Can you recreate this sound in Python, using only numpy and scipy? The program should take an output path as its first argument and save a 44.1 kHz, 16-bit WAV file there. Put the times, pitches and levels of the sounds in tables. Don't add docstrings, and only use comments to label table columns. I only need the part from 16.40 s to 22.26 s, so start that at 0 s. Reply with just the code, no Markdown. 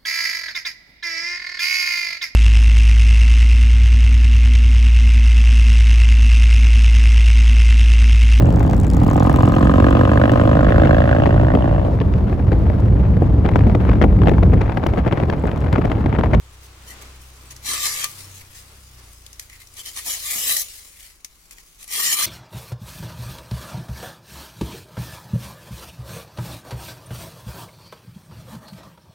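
import sys
import numpy as np
from scipy import signal
from scipy.fft import rfft, irfft, next_fast_len
from scipy.io import wavfile
from scipy.ndimage import uniform_filter1d

SR = 44100
rng = np.random.default_rng(int(sys.argv[2]) if len(sys.argv) > 2 else 0)


def digitize_waveform(pressure):
    field = np.atleast_2d(pressure).T
    bounded = np.clip(field, -1, 1)
    quanta = np.round(bounded * 32767).astype(np.int16)
    wavfile.write(sys.argv[1], SR, quanta)


N = 258337
TIME = np.arange(N) / SR
FREQS = np.fft.rfftfreq(2 * next_fast_len(N // 2 + 8192), 1 / SR)
SIDES = np.array([[1], [-1]])

# start_s, attack_s, length_s, level_db, bright_db, rim_db, flap_db, end_body_db
LONG_PULLS = [(1.212, 0.055, 0.435, -31.5, -4.5, -13.5, -24, 6),
              (3.631, 0.041, 0.12, -34, 1.5, -20, -9.5, -2),
              (3.739, 0.14, 0.4786, -32, 1.5, -20, -14.5, -8),
              (5.459, 0.087, 0.39, -27, -1, -17.5, -30, 4.5)]
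# middle_s, boost_db, half_length_s, rim_db
PULL_SURGES = [(1.29, 3, 0.013, 0), (1.334, 3.5, .035, 9.5), (1.458, 7, 0.036, 6), (3.702, 3, 0.028, 6),
               (3.912, 3, 0.012, -10), (4.112, 8, 0.046, 2), (4.169, 8, 0.0032, -3), (4.194, 3, 0.03, -6),
               (5.599, 3.5, 0.01, 15), (5.649, 3, 0.027, -20), (5.73, 6.5, 0.011, -11),
               (5.765, -3, 0.018, 13), (5.796, 2, 0.0055, 17.5), (5.835, 1, 0.016, -3)]
# frequency_hz, density_db
TEAR_SPECTRUM = [(60, -24), (150, -14), (500, -14.5), (900, -14), (1170, -7), (1430, -17.5), (1900, 2),
                 (2600, -3), (3450, -3.5), (4700, -0.5), (6500, 0.5), (11000, -1.5), (15300, -5.5),
                 (16300, -41.5)]
# frequency_hz, density_db
FLAP_SPECTRUM = [(60, -21), (150, -3), (350, -6.5), (500, 6.5), (750, -6), (1100, -6.5), (2000, -6)]
# pitch_hz, width_hz, level_db
LEAF_MODES = [(1980, 72, -19), (3140, 130, 1), (3990, 160, -2), (5740, 430, -8.5), (7150, 130, -4)]
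# pitch_hz, level_db, t60_s
PAIL_MODES = [(1184, 0, .17), (1120, -11, .08), (1281, -11, .12), (1813, -11, .08)]
# middle_s, level_db, half_length_s, hollow_db
SHORT_RIPS = [(0.504, -38.5, 0.033, -5), (1.117, -38, 0.012, -5), (3.393, -31.5, 0.024, 3),
              (3.458, -38, 0.0074, -10), (3.482, -33, 0.019, 5), (3.582, -29, 0.025, 5),
              (3.765, -35, 0.026, 11), (5.42, -42.5, 0.026, -13)]
# start_s, peak_db, pitch_hz, knock_db
RIB_SNAPS = [(1.106, -29, 5100, -30), (1.1625, -31, 6040, -28), (1.377, -20, 2400, -2),
             (1.6414, -9, 6200, -8), (2.7311, -37, 9100, -33), (2.8633, -30.5, 3780, -36),
             (2.929, -32, 6060, -37), (2.995, -20.5, 6190, -45), (3.0971, -31.5, 1990, -34),
             (3.271, -37.5, 5825, -35), (3.3390, -35.5, 8720, -33), (3.367, -32, 5970, -11),
             (3.459, -24.5, 3970, -30), (3.5628, -22.5, 6030, -30), (4.8457, -22, 6200, -40),
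             (5.1086, -33, 8460, -36), (5.1822, -35.5, 1970, -16), (5.4276, -28, 10870, -29),
             (5.441, -30.5, 10040, -26), (5.477, -30, 10600, -30)]
# middle_s, level_db, half_length_s, ring_db
LEAF_BRUSHES = [(0.246, -51, 0.029, -10), (.625, -46, 0.012, -12), (0.82, -53.5, .02, -12),
                (1.793, -43.5, 0.032, -9), (1.97, -46.5, 0.063, -11), (2.013, -52, 0.0079, 13),
                (2.17, -46.5, 0.054, 0), (3.017, -48.5, 0.026, 1), (3.132, -51.5, 0.035, 14.5),
                (3.211, -49.5, 0.022, 11.5), (4.358, -45.5, 0.026, -17), (4.638, -48, 0.075, 2.5),
                (5.126, -46.5, .014, -1), (5.2, -54, 0.026, 2)]
# time_s, level_db
HANDLING_LEVEL = [(0, -59), (.7, -54), (2.4, -54), (3.3, -54.5), (3.65, -40.5), (4.67, -57.5), (4.8, -61),
                  (5.15, -55.5), (5.5, -53)]
# frequency_hz, density_db
RUSTLE_SPECTRUM = [(300, -12), (900, -12), (1500, -10), (2100, -1), (3200, -2), (4700, 0.5), (6500, 1),
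                   (9000, 1), (13000, -3.5), (16000, -5)]
# frequency_hz, excess_db
LEFT_EXCESS = [(200, .8), (1000, 1.2), (2000, 1.8), (5000, 1.4), (9000, 3.1), (16000, 3)]
# time_s, cycle_hz, level_db
ENGINE_RUN = [(0, 32, -47), (.45, 31, -47.5), (.75, 32, -45.5), (1.42, 32, -49), (1.68, 33, -48),
              (2.15, 30, -47.5), (2.3, 33.8, -50), (2.7, 29.2, -50), (3.2, 28.2, -50.5), (4, 27, -54),
              (4.55, 23.7, -55.5), (5, 21.3, -70.5), (5.86, 17, -63.5)]
# harmonic, level_db
ENGINE_HARMONICS = [(2, 0.5), (3, -7.5), (4, -12), (5, -29), (6, -31), (8, -39)]
# harmonic, middle_s, change_db, half_length_s
ENGINE_WAVERS = [(2, 1.85, -23, 0.28), (2, 3.28, -16, 0.19), (2, 4.68, -12, 0.65), (3, 0.82, -13, 0.18),
                 (3, 1.9, 10.5, 0.15), (4, 1.138, 8, 0.081), (4, 2.57, 7.5, 0.13), (5, 1.88, 14, 0.26),
                 (6, 2.5, 14, 0.65), (8, 5.29, 34.5, 0.9)]
# time_s, level_db
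AIR_LEVEL = [(0, -52.5), (1.6, -52.5), (2.7, -57.5), (5.86, -65.5)]
# frequency_hz, density_db
AIR_SPECTRUM = [(20, 14), (33, -6), (60, 9), (130, -1.5), (350, 0), (700, -5), (1150, -1.5), (1600, -6),
                (3000, -7.5), (8000, -15.5), (16000, -46)]


def pulls(body_hz=3160, treble_hz=8000, brighten_db_per_s=5.5, tip_s=0.091):
    breaks = bending(fibres(rate=2800, spread_db=2, hiss=0.51), slow_db=3.5, quick_db=1.5)
    breaks = twisting(breaks) + undb(-13) * crackle()
    tear = filtered(breaks, leaf_response())
    low, body = (filtered(tear, 1 / (1 + (FREQS / hz) ** 6)) for hz in (treble_hz, body_hz))
    middle = (low - body) / low.std()
    body = body / low.std()
    treble = unit(tear - low)
    flap = unit(filtered(breaks, colour(FLAP_SPECTRUM)))
    tearing, on_rim = 0, 0
    for start, attack, length, db, bright_db, rim_db, flap_db, end_body_db in LONG_PULLS:
        force, press = effort(start, attack, length)
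        bright = undb(bright_db + brighten_db_per_s * np.clip(TIME - start - length / 2, -length, length))
        at_tip = np.exp(-(np.maximum(start + length - TIME, 0) / tip_s) ** 2)
        blade = undb(end_body_db * at_tip - 0.5) * (body + undb(flap_db) * flap)
        tearing += undb(db) * force * (blade + middle + bright * treble)
        on_rim += undb(db + rim_db) * press
    return undb(2) * tearing + rim_drag(on_rim)


def effort(start, attack, length, release_s=0.013):
    rise = np.clip((TIME - start) / attack, 0, 1) ** 2
    release = np.exp(-np.clip((TIME - start - length) / release_s, 0, 50))
    boost_db, press_db = sum(np.outer([db, rim_db], swell(s, 0, half))
                             for s, db, half, rim_db in PULL_SURGES if start < s < start + length)
    force = rise * release * undb(boost_db)
    return force, force * undb(press_db)


def fibres(rate, spread_db, hiss, alike=0.29, burst_s=0.0013):
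    breaking = rng.random(N) < rate / SR
    size = breaking * undb(spread_db * np.minimum(rng.exponential(size=N), 3.5))
    power = signal.lfilter([1], [1, -np.exp(-1 / (burst_s * SR))], size ** 2)
    envelope = np.sqrt(power / power.mean() + hiss ** 2)
    return unit(mic_pair(envelope * rng.standard_normal((2, N)), alike, wide_hz=700))


def crackle(per_s=220):
    return unit((rng.random(N) < per_s / SR) * rng.uniform(-1, 1, (2, N)))


def bending(sound, slow_db, quick_db, frame=256):
    bands = signal.stft(sound, nperseg=frame)[2]
    slow, quick = rng.standard_normal((2,) + bands.shape[1:])
    slow = unit(uniform_filter1d(uniform_filter1d(slow, size=24), size=12))
    quick = unit(uniform_filter1d(uniform_filter1d(quick, size=2), size=3, axis=0))
    bands *= undb(slow_db * slow + quick_db * quick)
    return unit(signal.istft(bands, nperseg=frame)[1][:, :N])


def twisting(sound, depth_db=4, frame=1024):
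    bands = signal.stft(sound, nperseg=frame)[2]
    ripple = uniform_filter1d(rng.standard_normal(bands.shape[1:]), size=9)
    ripple = unit(uniform_filter1d(ripple, size=3, axis=0))
    bands *= undb(depth_db * np.minimum(ripple, 1.5))
    return unit(signal.istft(bands, nperseg=frame)[1][:, :N])


def leaf_response():
    return colour(TEAR_SPECTRUM) * (1 + sum(undb(db) * resonance(hz, width) for hz, width, db in LEAF_MODES))


def rim_drag(force):
    rasp = fibres(rate=580, spread_db=0, hiss=0.5, alike=0.066)
    return pail(rasp * force) / np.std(pail(rasp))


def pail(push):
    main_t60 = PAIL_MODES[0][2]
    response = 0
    for hz, db, t60 in PAIL_MODES:
        width_hz = np.log(1000) / (np.pi * t60)
        response += undb(db) * resonance(hz, width_hz) * np.sqrt(t60 / main_t60)
    return filtered(push, response)


def rips():
    breaks = bending(fibres(rate=2700, spread_db=4, hiss=0.42), slow_db=5, quick_db=-0.5)
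    tear = unit(filtered(breaks, leaf_response()))
    force = sum(swell(s, db, half) for s, db, half, _ in SHORT_RIPS)
    hollow = sum(swell(s, db + hollow_db, half) for s, db, half, hollow_db in SHORT_RIPS)
    return tear * force + filtered(tear * hollow, resonance(hz=776, width_hz=380))


def snaps(crack_s=0.0022, t60_s=0.06, ring_width_hz=1000):
    cracks, knocks = np.zeros((2, 2, N))
    t = np.arange(SR // 8) / SR
    decay = undb(-60 * t / t60_s) * np.minimum(t / crack_s, 1)
    spike = undb(3) * np.exp(-(t / crack_s - 1) ** 2)
    for s, db, hz, knock_db in RIB_SNAPS:
        burst = rng.standard_normal((2, len(t))) * (decay + spike)
        ring = signal.lfilter(*signal.iirpeak(hz, hz / ring_width_hz, SR), burst)
        burst += undb(-10 - 0.49 * db) * ring
        start = int(s * SR)
        cracks[:, start:start + len(t)] += (undb(db) * burst / np.abs(burst).max())[:, :N - start]
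        knocks[:, start] += undb(db + knock_db)
    return undb(6) * filtered(cracks, colour(TEAR_SPECTRUM)) + undb(42) * pail(knocks)


def rustle(fade_db_per_s=46.5):
    ticks = bending(fibres(rate=700, spread_db=2, hiss=1), slow_db=3, quick_db=-0.5)
    brush = unit(filtered(ticks, colour(RUSTLE_SPECTRUM)))
    power = undb(np.interp(TIME, *np.transpose(HANDLING_LEVEL))) ** 2
    for start, _, length, *_ in LONG_PULLS:
        falling_s = TIME - start - length
        power += (falling_s > 0) * undb(-38.5 - fade_db_per_s * np.abs(falling_s)) ** 2
    power += sum(swell(s, db, half) ** 2 for s, db, half, _ in LEAF_BRUSHES)
    ringing = sum(swell(s, db + ring_db, half) for s, db, half, ring_db in LEAF_BRUSHES)
    blade_ring = filtered(brush * ringing, resonance(hz=2000, width_hz=500))
    return (brush * np.sqrt(power) + blade_ring) * undb(1.2 * walk(65) + 3)


def garden_scatter(sound, t60_s=0.2, level_db=-16):
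    decay = undb(-60 * np.minimum(TIME / t60_s, 3))
    echo = mic_pair(rng.standard_normal((2, N)) * decay, alike=0, wide_hz=800)
    return sound + undb(level_db) * signal.fftconvolve(sound, unit(echo) / np.sqrt(N), axes=1)[:, :N]


def engine():
    s, hz, db = np.transpose(ENGINE_RUN)
    cycle_hz = np.interp(TIME, s, hz) * (1 + 0.0023 * walk(13))
    phase = 2 * np.pi * np.cumsum(cycle_hz) / SR
    hum = 0
    for harmonic, level_db in ENGINE_HARMONICS:
        waver_db = sum(change_db * swell(middle, 0, half)
                       for which, middle, change_db, half in ENGINE_WAVERS if which == harmonic)
        hum += undb(level_db + waver_db) * np.cos(harmonic * phase)
    return np.sqrt(2) * undb(np.interp(TIME, s, db)) * hum


def air():
    wash = mic_pair(rng.standard_normal((2, N)), alike=0.053, wide_hz=745)
    wash = unit(filtered(wash, colour(AIR_SPECTRUM)))
    rumble = mic_pair(rng.standard_normal((2, N)), alike=0, wide_hz=104)
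    rumble = unit(filtered(rumble, resonance(hz=34.3, width_hz=29) ** 2))
    wash_db = np.interp(TIME, *np.transpose(AIR_LEVEL)) + 3.5 + 1.6 * walk(7.07)
    return undb(wash_db) * wash + undb(-58) * rumble


def mic_pair(pair, alike, wide_hz):
    apart = 0.06 + FREQS ** 2 / (FREQS ** 2 + wide_hz ** 2)
    return pair[0] + SIDES * filtered(pair[1], np.sqrt(1 - alike) * apart)


def swell(middle_s, db, half_s):
    return undb(db) * np.exp(-np.minimum(((TIME - middle_s) / half_s) ** 2, 50))


def walk(rate_hz):
    hold = int(SR / rate_hz)
    steps = np.repeat(rng.standard_normal(N // hold + 1), hold)
    return unit(uniform_filter1d(steps, hold)[:N])


def filtered(sound, response):
    return irfft(rfft(sound, 2 * (len(FREQS) - 1)) * response)[..., :N]


def colour(points):
    hz, db = np.transpose(points)
    return undb(np.interp(np.log(FREQS + 1), np.log(hz), db))


def resonance(hz, width_hz):
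    return 1j * FREQS * width_hz / (hz ** 2 - FREQS ** 2 + 1j * FREQS * width_hz)


def undb(db):
    return 10 ** (np.asarray(db) / 20)


def unit(x):
    return x / np.sqrt(np.mean(x ** 2))


def scene(lag_s=0.00018, background_left_db=0.8):
    left, right = garden_scatter(pulls() + rips() + snaps() + rustle())
    right = right + 0.16 * filtered(left, np.exp(-2j * np.pi * FREQS * lag_s))
    leaf_work = filtered(np.array([left, right]), colour(LEFT_EXCESS) ** (SIDES / 2))
    background = (engine() + air()) * undb(background_left_db * SIDES / 2)
    return undb(-0.5) * leaf_work + background


def record(dry, top_hz=16100):
    return signal.sosfilt(signal.ellip(10, 0.2, 80, top_hz, fs=SR, output="sos"), dry)


dry = scene()
out = record(dry)
digitize_waveform(out)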